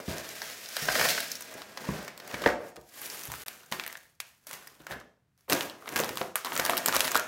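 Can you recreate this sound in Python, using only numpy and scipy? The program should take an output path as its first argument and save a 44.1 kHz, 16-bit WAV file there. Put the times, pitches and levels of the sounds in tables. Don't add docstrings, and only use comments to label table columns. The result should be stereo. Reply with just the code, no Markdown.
import sys
import numpy as np
from scipy import signal
from scipy.fft import rfft, irfft, next_fast_len
from scipy.io import wavfile
from scipy.ndimage import uniform_filter1d

SR = 44100
rng = np.random.default_rng(int(sys.argv[2]) if len(sys.argv) > 2 else 0)


def dump_mix(stems):
    frames = np.atleast_2d(stems).T
    limited = np.clip(frames, -1, 1)
    pcm = np.round(limited * 32767).astype(np.int16)
    wavfile.write(sys.argv[1], SR, pcm)


def gain_from_db(level_db):
    decades = np.asarray(level_db, float) / 20
    return 10 ** decades


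N = 320607

# f/Hz, density/dB
HUSH = [(18, -49), (30, -3.5), (134, -0.5), (374, -18.5), (449, -22), (526, -24.5), (1590, -20),
        (3220, -28), (16000, -37.5)]
HUSH_DB = -73
# f/Hz, t60/s
ROOM_DECAY = [(120, 0.45), (330, 0.45), (560, 0.51), (870, 0.43), (2300, 0.36), (6060, 0.43), (15000, 0.17)]
# f/Hz, likeness/1
ROOM_SAME = [(60, 0.4), (150, 1), (380, 0.73), (950, 0.26), (2400, 0.089)]
# f/Hz, level/dB
WALLS = [(200, 0.5), (1700, 2.5), (5000, -4), (14000, -5)]
# start t/s, end t/s
SILENCE = (3.437, 3.461)

# t/s, peak level/dB, bass share/dB, hollow f/Hz, rim crack share/dB
KNOCKS = [(0.081, -16.5, -40, 167, -28), (0.821, -30, -14, 148, -31), (0.885, -18, -18.5, 632, -18),
          (1.012, -13.5, -40, 600, -16), (1.552, -33, -30, 307, -17), (1.888, -12.5, -23, 202.5, -39),
          (2.339, -21.5, -24, 252, -17), (2.418, -23, -32, 534, -15), (2.461, -1, -40, 580, -11),
          (2.463, -7, -37, 471, -11.5), (2.79, -33, -40, 595, -28), (2.775, -27, -23, 473, -19.5),
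          (3.282, -42, 6, 248, -11), (3.327, -49, -8, 152, -22), (3.717, -29.5, -41, 202, -30),
          (4.529, -52.5, -11, 150, -30), (4.801, -41.5, -11, 316, -18), (4.912, -34.5, -18, 162, 3),
          (4.959, -33.5, -25, 240, 0), (4.968, -32, -44, 453, -32), (5.516, -16, -28, 395, -27),
          (5.529, -17.5, -31, 288, -25), (6.0, -12.5, -48, 487, -33.5), (6.105, -22.5, -25, 256, -22),
          (6.2116, -12, -42, 512, -30), (6.595, -12.5, -40, 685, -3), (6.694, -12, -54, 687, -9),
          (6.963, -16.5, -25, 605, -14), (7.155, -10.5, -43, 616, -40)]
# f/Hz, level/dB, t60/s
TABLE_MODES = [
    (63, -8, 0.13),
    (95, -11, 0.052),
    (147, -4, 0.087),
]

# f/Hz, density/dB
LOOSE_FILM = [(180, -40), (300, -6.5), (617, -2), (793, -11), (1380, -10.5), (1580, -8.5), (3410, -14),
              (5100, -12.5), (9810, -19), (15000, -17.5), (16400, -21)]
# f/Hz, density/dB
TAUT_FILM = [(180, -6), (300, -0.5), (567, 4), (807, -2), (987, -0.5), (1930, -2.5), (7500, -12.5),
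             (9650, -14.5), (14000, -12), (15700, -16), (16500, -19.5)]
TAUT_FROM_S, BRIGHT_FROM_S = 2.9, 2.6

# t/s, peak level/dB, fizz share/dB, left-right level/dB, panel f/Hz
SLACK_SNAPS = [(0.417, -19.5, -15, 2, 1966), (0.6584, -34, -20, 19, 5050), (0.7662, -16, -8.5, 5, 1694),
               (0.8844, -19, -26.5, 9.5, 1620), (1.0125, -13.5, -18, 8, 1660),
               (1.0875, -24.5, -8, 25, 3170), (1.2033, -19, -4, -10.5, 4130), (1.3159, -20, -0.5, 1, 5500),
               (1.353, -27, -3, 7, 5460), (1.6178, -27.5, -15, 5.5, 1090), (1.7729, -24, -16.5, 8, 880),
               (1.8881, -26, -22, 4, 1000), (2.0784, -25, -14.5, 4, 2200), (2.1761, -30.5, -1, 4, 1040),
               (2.1993, -33.5, -11, 9, 1740), (2.2758, -35, 5, 14, 1062), (2.3119, -32, -16.5, -5, 1024),
               (2.3419, -23.5, -19, 9.5, 2130), (2.4185, -27, -9, -1, 2010), (2.438, -22, -23, 6, 1276),
               (2.4601, -10, -36, 2, 1870), (2.7648, -37.5, -7, 3, 1170)]
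TAUT_SNAPS = [(3.0644, -27, 9.5, 3, 1640), (3.3179, -22, 1.5, 7, 920), (3.464, -32, 4, 8, 1680),
              (3.4815, -20.5, 0.5, 7.5, 2350), (3.7229, -17.5, -7, 1.5, 920), (3.797, -19, -9, 3.5, 2300),
              (3.837, -29, -12, 9, 2100), (3.8637, -22, -3, 5.5, 1830), (3.9267, -29, -2, 7, 1930),
              (4.2019, -19.5, 0.5, 4, 2500), (4.469, -29.5, 11, 5, 1690), (4.511, -26.5, -1.5, 8, 1030),
              (4.53, -28.5, 2, 12, 2020), (4.672, -31.5, 1.5, 4, 1860), (4.867, -27, -9.5, 5.5, 1320),
              (4.9091, -27.5, -19, 3, 1710), (5.498, -17, -3, 1, 2950), (5.523, -10.5, -5, 2, 920),
              (5.6077, -15.5, -5, 3.5, 2940), (5.6973, -27, -9.5, 2, 2950), (5.8775, -27.5, -27, 3, 2200),
              (5.9599, -14.5, -6, 0, 1650), (5.9939, -16, -12, 0, 980), (6.036, -17, -12, 2, 940),
              (6.0913, -23.5, -6, 13.5, 842), (6.156, -29, 5, 1.2, 940), (6.172, -16.5, -5.5, 3, 1130),
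                (6.2141, -18.5, -12, -1, 1090), (6.356, -9, 3, 2, 1210), (6.447, -18.5, -8, 1, 1010),
                (6.52, -22, -29, 4, 925), (6.554, -20, 4, 0, 1280), (6.576, -14.5, 1, 6, 1860),
                (6.5966, -12, -6, 11, 1570), (6.6503, -12.5, 1, 0, 1040), (6.6617, -15, -4, 9, 1640),
                (6.6963, -8.5, -7.5, 1, 900), (6.769, -14, 1, -1, 2820), (6.859, -12, 1.5, 1.5, 1260),
                (6.884, -9, -1, 0.3, 870), (6.9253, -15.5, -4, 1, 940), (6.9477, -13.5, -2, -5, 1280),
                (6.9948, -20, 4, -15, 1010), (7.0054, -8.5, -1.5, 2.5, 2800), (7.0444, -15.5, -8, -4, 2260),
                (7.078, -17, -8, -2, 925), (7.1168, -15, -1, 0, 3250), (7.154, -6.5, -22, 4.5, 1390)]
# t/s, peak level/dB
TICKS = [(0.289, -23), (0.6877, -23), (0.9552, -38), (1.1083, -25), (1.4214, -24), (3.168, -37),
         (3.632, -40), (3.8769, -17), (3.9706, -31.5), (4.5369, -22.5), (5.3768, -48), (5.5066, -16),
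         (5.5304, -3), (5.549, -18), (5.89, -19), (5.9373, -25), (5.966, -14), (5.976, -16), (6.0004, -9.5),
         (6.5635, -10), (6.777, -5.5), (6.8782, -9), (6.9366, -22), (6.957, -6), (6.9661, -11),
         (7.1639, -6),
         (0.1813, -21), (0.4264, -26.5), (0.44, -25.5), (0.854, -18.5), (1.302, -34), (1.407, -21.5),
               (1.5095, -34), (1.539, -27), (2.0276, -31), (2.0475, -27.5), (2.3228, -35), (2.8115, -40),
               (3.2348, -21), (3.273, -22.5), (3.339, -31), (3.397, -36), (3.7148, -28), (4.4472, -55),
               (4.8475, -45), (5, -35.5), (5.398, -59), (5.408, -47), (5.4916, -29.5), (5.518, -14),
               (5.63, -24), (5.99, -10), (6.044, -15), (6.181, -22), (6.867, -25), (6.941, -13),
               (6.9524, -15), (6.9639, -3), (7.0719, -13.5), (7.1468, -12), (7.1603, -14), (7.1737, -9),
               (7.1958, -15)]
# t/s, peak level/dB, panel f/Hz
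POPS = [(0.887, -13.5, 1560), (0.902, -22, 634), (0.9524, -17, 1620), (1.0493, -19, 1660),
        (1.177, -21.5, 1500), (1.8436, -32, 900), (2.4648, -19, 1700), (2.474, -17, 1900),
        (2.487, -19, 1500), (2.5, -23, 2000), (2.963, -44, 1210), (3.3, -30, 835), (3.3252, -31.5, 890),
        (3.3386, -28, 1300), (3.426, -41, 1200), (3.6342, -38.5, 1500), (3.732, -28.5, 1090),
        (0.992, -19.5, 1700), (0.996, -19.5, 600), (1.052, -19.5, 600), (0.955, -24, 620),
        (1.026, -14.5, 1770), (1.1833, -25, 2040), (3.898, -35, 1900), (3.953, -31.5, 1770),
        (4.054, -49, 1800), (4.5042, -37, 1210), (4.5397, -30.5, 2030), (4.624, -39.5, 1500),
        (4.803, -39, 1500), (4.916, -26, 1740), (4.9236, -25.5, 1700), (4.933, -30.5, 1500),
        (4.868, -34, 1390), (5.0118, -43, 1200), (5.823, -36, 1200), (5.858, -35.5, 1200),
        (6.1552, -37, 1100), (6.4626, -26, 1070), (6.4687, -24, 1070), (6.5644, -20.5, 1290),
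        (6.733, -18, 1210), (6.892, -19.5, 1500), (6.935, -19, 1190), (6.943, -17, 1190),
        (6.9669, -20, 1300), (7.1146, -23, 1090), (7.146, -15, 1300)]
# t/s, peak level/dB, ring f/Hz
PINGS = [(2.9063, -59, 15000), (2.9257, -55, 11250), (2.9572, -39, 12600), (2.9777, -43, 13000),
         (3.0158, -23.5, 12500), (3.1, -25, 5400), (3.2106, -37, 14500), (3.253, -23, 11900),
         (3.877, -27, 13500), (4.675, -32, 4970), (5.4805, -51, 13600), (5.486, -42, 12000),
         (5.499, -16.5, 12800), (5.668, -44, 13000), (6.117, -44, 13000), (6.282, -50, 13100),
         (6.552, -21.5, 13000), (6.86, -9, 7400), (6.8594, -9.5, 14300), (7.0049, -11, 11200),
         (6.9531, -18, 11000), (7.0718, -21, 12000), (7.109, -22, 7000), (7.154, -20, 11800)]
PING_DB, POP_DB, PANEL_DB = 16, 13, 6
CREASE_S, CREASE_SPREAD_S = 0.00045, 0.0009
SLACK_BODY_DB, TAUT_BODY_DB = -2.5, -4.5
LARGE_PANEL_HZ, BODY_DB_PER_OCTAVE = 2300, -28.5
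STIFF_PANEL_HZ, STIFF_DB_PER_OCTAVE = 1500, -5.5

# peak t/s, level/dB, 20 dB rise t/s, 20 dB fall t/s, hollowness/dB
SLACK_MOVES = [(0.47, -44, 0.84, 0.46, -6), (0.831, -39.5, 0.32, .5, -9), (0.961, -37, 0.18, 0.33, 0),
               (1.0, -40, 0.06, -0.054, 10), (1.054, -49.5, 0.08, 0.03, 13.5),
               (1.06, -30, 0.33, 0.29, -8.5), (1.108, -32.5, 0.08, 0.02, -11.5), (0.9, -41, 0.08, -0.02, 8),
               (1.3, -46.5, -4, 0.6, -5), (1.577, -52.5, 0.19, 0.02, 9.5), (1.799, -48.5, -0.13, 0.17, 4.5),
               (1.95, -47, 0.41, 0.26, 5.5), (2.35, -47, 0.14, -0.15, -1.5),
               (2.481, -41.5, 0.27, 0.0658, 7.5), (2.597, -62, -0.64, 0.13, 20.5), (2.7, -60, 0.2, 0, 2)]
TAUT_MOVES = [(2.991, -49, 0.12, 0.43, -4.5), (3.06, -42.5, 0.0643, 0.04, -5),
              (3.14, -47, 0.15, 0.29, -3.5), (3.324, -61, -0.1, 0.06, -5), (3.427, -49, 0.54, 0.03, -4.5),
              (3.9, -57, -0.5, 0.23, -8), (4.03, -63, -0.1, 0.03, -2.5), (4.25, -64.5, -0.1, 0.2, -8),
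              (4.535, -50, 0.04, 0.03, -12), (4.545, -59.5, 0.12, 0.47, 1),
              (4.917, -47.5, 0.04, 0.0347, 8.5), (5.529, -39.5, 0.0335, 0.17, 3),
              (5.661, -53.5, 0.11, 0, 6.5), (5.82, -71, 0.43, -8, -7), (5.93, -49, 0.1366, 0.22, 9),
              (6.067, -61, 0.15, 0.3, 2), (6.21, -48.5, 0.17, 0.1, -3), (6.53, -42.5, 0.0542, 0.87, 3),
              (6.885, -37.5, 0.02, 0.01, 9.5), (6.959, -38.5, 0.06, -0.2, 4),
              (7.041, -39, 0.18, 0.18, -0.5), (7.154, -36, 0.0343, -0.43, 3)]
# t/s, level/dB, 20 dB fall t/s, hollowness/dB
SLIPS = [(0.0, -43.5, 0.02, 9.5), (0.079, -42.5, 0.35, 4), (2.76, -53, -0.02, 6), (3.462, -53.5, 0.34, -2),
         (3.715, -46.5, 0.22, 1.5), (4.469, -50.5, 0.2155, -5.5), (4.8, -66.5, 0.12, 8),
         (5.378, -74.5, 0.25, -4.5), (5.481, -69, 0.5, 22), (5.497, -39.5, 0.14, 5), (5.82, -61, 0, 1),
         (5.852, -61, 0.3, 0), (5.876, -57, -0.1, 6), (5.958, -38.5, 0.18, 6), (6.359, -47.5, 0.1, -9),
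         (6.448, -43.5, 0.15, 2), (6.598, -42, 0.06, 7), (6.7, -44, 0.2, 6), (6.86, -49.5, 0.3, -13),
         (7.194, -51, 0, -7)]
SLIP_RISE_S = 0.003
SLACK_FIZZ_DB, TAUT_FIZZ_DB = -9, -2
FIZZ_LOSS, RUMBLE_DB, RUMBLE_SHARE = 0.17, -8.5, 1
LOOSE_CRISP, TAUT_CRISP = 0.099, 0.33
CENTRES_HZ = [3700, 10000, 1000, 200]
# f/Hz, density/dB
RUMBLE = [(25, -32.5), (55, -14.5), (130, -4), (250, 3), (1000, -0.5)]
# t/s, ring f/Hz
POCKET = [
    (0.78, 5400),
    (0.86, 5500),
    (0.93, 4630),
    (1.02, 5140),
    (1.08, 4300),
    (1.19, 4130),
    (1.33, 5660),
    (1.4, 5630),
]
POCKET_DB, POCKET_WIDTH_HZ = -11, 800


def evened(x):
    return x / np.sqrt(np.mean(x ** 2) + 1e-20)


def read(points, hz):
    f, value = np.transpose(points)
    return np.interp(np.log(hz + 1), np.log(f + 1), value)


def band(x, k):
    length = next_fast_len(N)
    hz = np.fft.rfftfreq(length, 1 / SR)
    share = read(sorted((f, f == CENTRES_HZ[k]) for f in CENTRES_HZ), hz)
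    return irfft(rfft(x, length) * share, length)[..., :N]


def coloured(x, *spectra):
    hz = abs(np.fft.fftfreq(2048, 1 / SR))
    level_db = sum(read(points, hz) for points in spectra)
    log_gain = np.log(gain_from_db(np.maximum(level_db, -80)))
    response = np.exp(np.conj(signal.hilbert(log_gain)))
    taps = np.fft.ifft(response).real[:1024]
    return signal.oaconvolve(np.atleast_2d(x), taps[None], axes=1)[:, :np.shape(x)[-1]]


def resonate(x, hz, width_hz):
    turn = np.exp(2j * np.pi * np.cumsum(hz) / SR)
    r = np.exp(-np.pi * width_hz / SR)
    smooth = signal.lfilter([(1 - r) ** 2], [1, -2 * r, r ** 2], x / turn + 1e-18)
    return 2 * (turn * smooth).real


def add(mix, s, sound, pan_db, lag):
    for side, sign in enumerate((1, -1)):
        start = max(round(s * SR + sign * lag / 2), 0)
        part = mix[side, start:][:len(sound)]
        part += gain_from_db(sign * pan_db / 2) * sound[:len(part)]


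def pair_noise(frames, hz):
    a, b, c, d = rng.standard_normal((frames, len(hz), 4)).T
    same = np.clip(read(ROOM_SAME, hz), 0, 1)[:, None]
    left = a + 1j * b
    right = same * left + np.sqrt(1 - same ** 2) * (c + 1j * d)
    return np.array([left, right])


def hush():
    hz = np.fft.rfftfreq(2048, 1 / SR)
    z = pair_noise(N // 512 + 5, hz) * gain_from_db(read(HUSH, hz))[:, None]
    noise = signal.istft(z, nperseg=2048, noverlap=1536)[1][:, :N]
    return gain_from_db(HUSH_DB) * evened(noise)


def room(x):
    hz, t = np.fft.rfftfreq(256, 1 / SR), np.arange(500) * 64 / SR
    turn = np.arange(N) / SR * 2.258
    out = np.zeros((2, N))
    for k in range(3):
        z = pair_noise(len(t), hz) * gain_from_db(-60 * t / read(ROOM_DECAY, hz)[:, None])
        tail = signal.istft(z, nperseg=256, noverlap=192)[1]
        tail *= 1 - np.exp(-np.arange(tail.shape[1]) / (0.004 * SR))
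        tail /= np.linalg.norm(tail[0])
        share = np.sqrt(2 / 3) * np.cos(turn + k * np.pi / 3)
        out += signal.fftconvolve((x * share)[None], tail, axes=1)[:, :N]
    return out * gain_from_db([[1.7], [-1.7]])


def knocks():
    out, t = np.zeros((2, N)), np.arange(SR // 4) / SR
    variations = rng.uniform(0.819, 1.113, (len(KNOCKS), 6))
    for (s, db, bass_db, hz, rim_db), u in zip(KNOCKS, variations):
        rim = np.sin(2 * np.pi * 1750 * u[5] * t) * gain_from_db(rim_db - 60 * t / 0.014)
        partials = [(1, 1), (0.47 * u[3], 0.4), (0.871 * u[4], 0.7), (1.176 * u[5], 0.6),
                    (1.462 * u[0], 0.45), (2.064 * u[3], 0.4), (2.7 * u[1], 0.3)]
        hollow = sum(share * np.sin(2 * np.pi * ratio * hz * t) for ratio, share in partials)
        hollow *= 1 - np.exp(-t * (hz + 300) / 2.7)
        hollow *= gain_from_db(-60 * t * (hz + 300) / 21)
        top = sum(gain_from_db(level - 60 * t / t60) * np.sin(2 * np.pi * f * v * t)
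                  for (f, level, t60), v in zip(TABLE_MODES, u))
        top *= (1 - np.exp(-t / 0.003)) ** 2
        blow = gain_from_db(db) * (rim + 0.86 * hollow + 2.3 * gain_from_db(bass_db) * top)
        add(out, s, blow, 5.2 + 8.0 * (u[2] - 1), -9 + 50 * (u[1] - 1))
    return out


def crease_edge(z, u, length, t):
    run = (t >= 0) * (np.exp(-t / (0.7 * length)) + 0.14 * np.exp(-t / 0.005))
    others = sum(0.13 * size ** 2 * np.exp(-((t - 0.002 - 0.018 * at) / 0.0006) ** 2)
                 for at, size in u[2:].reshape(-1, 2))
    edge = rfft(z * (run + others))
    return irfft(edge / np.sqrt(uniform_filter1d(abs(edge) ** 2, size=25)))


def snaps():
    out, around = np.zeros((2, N)), np.zeros((2, N))
    t = np.arange(1200) / SR - 0.008
    rows = SLACK_SNAPS + TAUT_SNAPS
    rows = rows + [(s, db - 6.0, 1.5, 3.5, 6000) for s, db in TICKS]
    rows += [(s, db, -22, 3.0, hz) for s, db, hz in POPS]
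    rows += [(s, db - 2.5, 0, 3.0, -hz) for s, db, hz in PINGS]
    noise, draws = rng.standard_normal((len(rows), 1200)), rng.random((len(rows), 10))
    for (s, db, fizz_db, pan_db, hz), z, u in zip(rows, noise, draws):
        slack = s < TAUT_FROM_S
        if hz < 0:
            ring_db, hz = PING_DB, -hz
        else:
            ring_db = POP_DB if fizz_db == -22 else PANEL_DB
        large_hz = LARGE_PANEL_HZ if slack else STIFF_PANEL_HZ
        small = max(np.log2(hz / large_hz), 0) if hz < 6000 else 0
        if slack:
            body_db = SLACK_BODY_DB + BODY_DB_PER_OCTAVE * small
        else:
            body_db = TAUT_BODY_DB + STIFF_DB_PER_OCTAVE * small
        length = (CREASE_S + CREASE_SPREAD_S * u[0]) * (4 if slack else 1)
        burst = crease_edge(z, u, length, t)
        click = np.linalg.norm(burst) * (np.arange(1200) == 350)
        tilt = [(250, body_db - 20.5), (1000, body_db), (3700, 0.56 * min(fizz_db + 14, 0)),
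                (10000, fizz_db + 4.0)]
        panel = [(hz / 1.27, 0), (hz, ring_db), (hz * 1.36, 0)]
        burst, click = coloured([burst, click], LOOSE_FILM if slack else TAUT_FILM, tilt, panel)
        gain = gain_from_db(db - 4.0) / np.sqrt(uniform_filter1d(burst ** 2, size=44).max())
        add(out, s + t[0] + 0.00064, gain * burst, pan_db, 22 * (u[1] - 0.5))
        add(around, s + t[0], gain * click, 0, 0)
    return out, around[0]


def handling(t):
    slips = [(s, db, SLIP_RISE_S, fall, hollow_db) for s, db, fall, hollow_db in SLIPS]
    moves = SLACK_MOVES + TAUT_MOVES + slips
    peak, db, rise, fall, hollow_db = np.transpose(moves)[:, :, None]
    before = (peak - t) / np.maximum(rise, 1 / 500)
    after = (t - peak) / np.maximum(fall, 1 / 100)
    away = np.maximum(before, after)
    move_db = db - 20 * np.minimum(np.maximum(away, away ** 2), 10)
    fizz_db = np.where(peak < BRIGHT_FROM_S, SLACK_FIZZ_DB, TAUT_FIZZ_DB) - FIZZ_LOSS * hollow_db
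    shifts_db = (0, fizz_db, hollow_db, RUMBLE_DB + RUMBLE_SHARE * hollow_db)
    return [np.sqrt((gain_from_db(move_db + shift) ** 2).sum(0)) for shift in shifts_db]


def swarm(per_s, spread_db, clump_db, ms, count=9):
    clumps = evened(uniform_filter1d(rng.standard_normal(N // 64 + 1), 9)).repeat(64)[:N]
    size_db = spread_db * np.minimum(rng.exponential(1, N), 4) + clump_db * np.clip(clumps, -2, 2)
    clicks = gain_from_db(size_db) * rng.choice([-1., 1.], N) * (rng.random(N) < per_s / SR)
    place = rng.integers(0, count, N)
    out, t = np.zeros((2, N)), np.arange(128) / SR
    for k in range(count):
        crack = rng.standard_normal(128) * np.exp(-t * 1000 / ms)
        sound = signal.oaconvolve(clicks * (place == k), crack / np.linalg.norm(crack))
        add(out, 0.001, sound, rng.uniform(3.2, 7.0), rng.uniform(-11.0, 14))
    return evened(out), evened(clicks)


def air_pocket(clicks, t):
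    ring = resonate(clicks, np.interp(t, *np.transpose(POCKET)), POCKET_WIDTH_HZ)
    return evened(ring) * (t > POCKET[0][0]) * (t < POCKET[-1][0])


def rustle():
    t = np.arange(N) / SR
    levels = handling(t[::32])
    taut = t >= TAUT_FROM_S
    crisp = np.where(taut, TAUT_CRISP, LOOSE_CRISP)
    slither = np.vstack(swarm(15000, 2.35, 2.0, 0.061))
    crackle = np.vstack(swarm(700, 2.8, 4.5, 0.5))
    clicks = np.sqrt(1 - crisp) * slither + np.sqrt(crisp) * crackle
    film = np.where(taut, evened(coloured(clicks, TAUT_FILM)), evened(coloured(clicks, LOOSE_FILM)))
    sources = (film, film, film, coloured(clicks, RUMBLE))
    trims_db = (0.0, 8.0, -3.5, -0.5)
    out = np.zeros((3, N))
    for k, (x, level, trim_db) in enumerate(zip(sources, levels, trims_db)):
        gain = np.interp(t, np.linspace(0, t[-1], len(level)), level)
        out += gain * gain_from_db(trim_db) * evened(band(x, k))
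    out += gain_from_db(POCKET_DB) * np.interp(t, t[::32], levels[0]) * air_pocket(clicks, t)
    return out[:2], out[2]


def scene():
    near_rustle, rustle_round = rustle()
    near_snaps, snaps_round = snaps()
    near_knocks = knocks()
    film_round = gain_from_db(-4) * rustle_round + gain_from_db(-8.5) * snaps_round
    send = film_round + gain_from_db(-6.0) * near_knocks.mean(0)
    reverberation = room(coloured(send, WALLS)[0])
    return near_rustle + near_snaps + near_knocks + reverberation + hush()


def band_limit(x):
    return signal.sosfilt(signal.butter(12, 16960, fs=SR, output="sos"), x)


def record(dry):
    t = np.arange(N) / SR
    start, end = SILENCE
    gap = np.clip(np.minimum(t - start, end - t) / 0.0012, 0, 1)
    gap_db = -38 * gap - 44 * gap * (t > end - 0.009)
    bass_cut = signal.butter(4, 55, "highpass", fs=SR, output="sos")
    top_cut = signal.firwin(511, 15880, window=("kaiser", 4), fs=SR)
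    heard = signal.sosfilt(bass_cut, dry)
    heard = signal.oaconvolve(heard, top_cut[None], "same")
    return band_limit(heard * gain_from_db(gap_db))


dry = scene()
out = record(dry)
dump_mix(out)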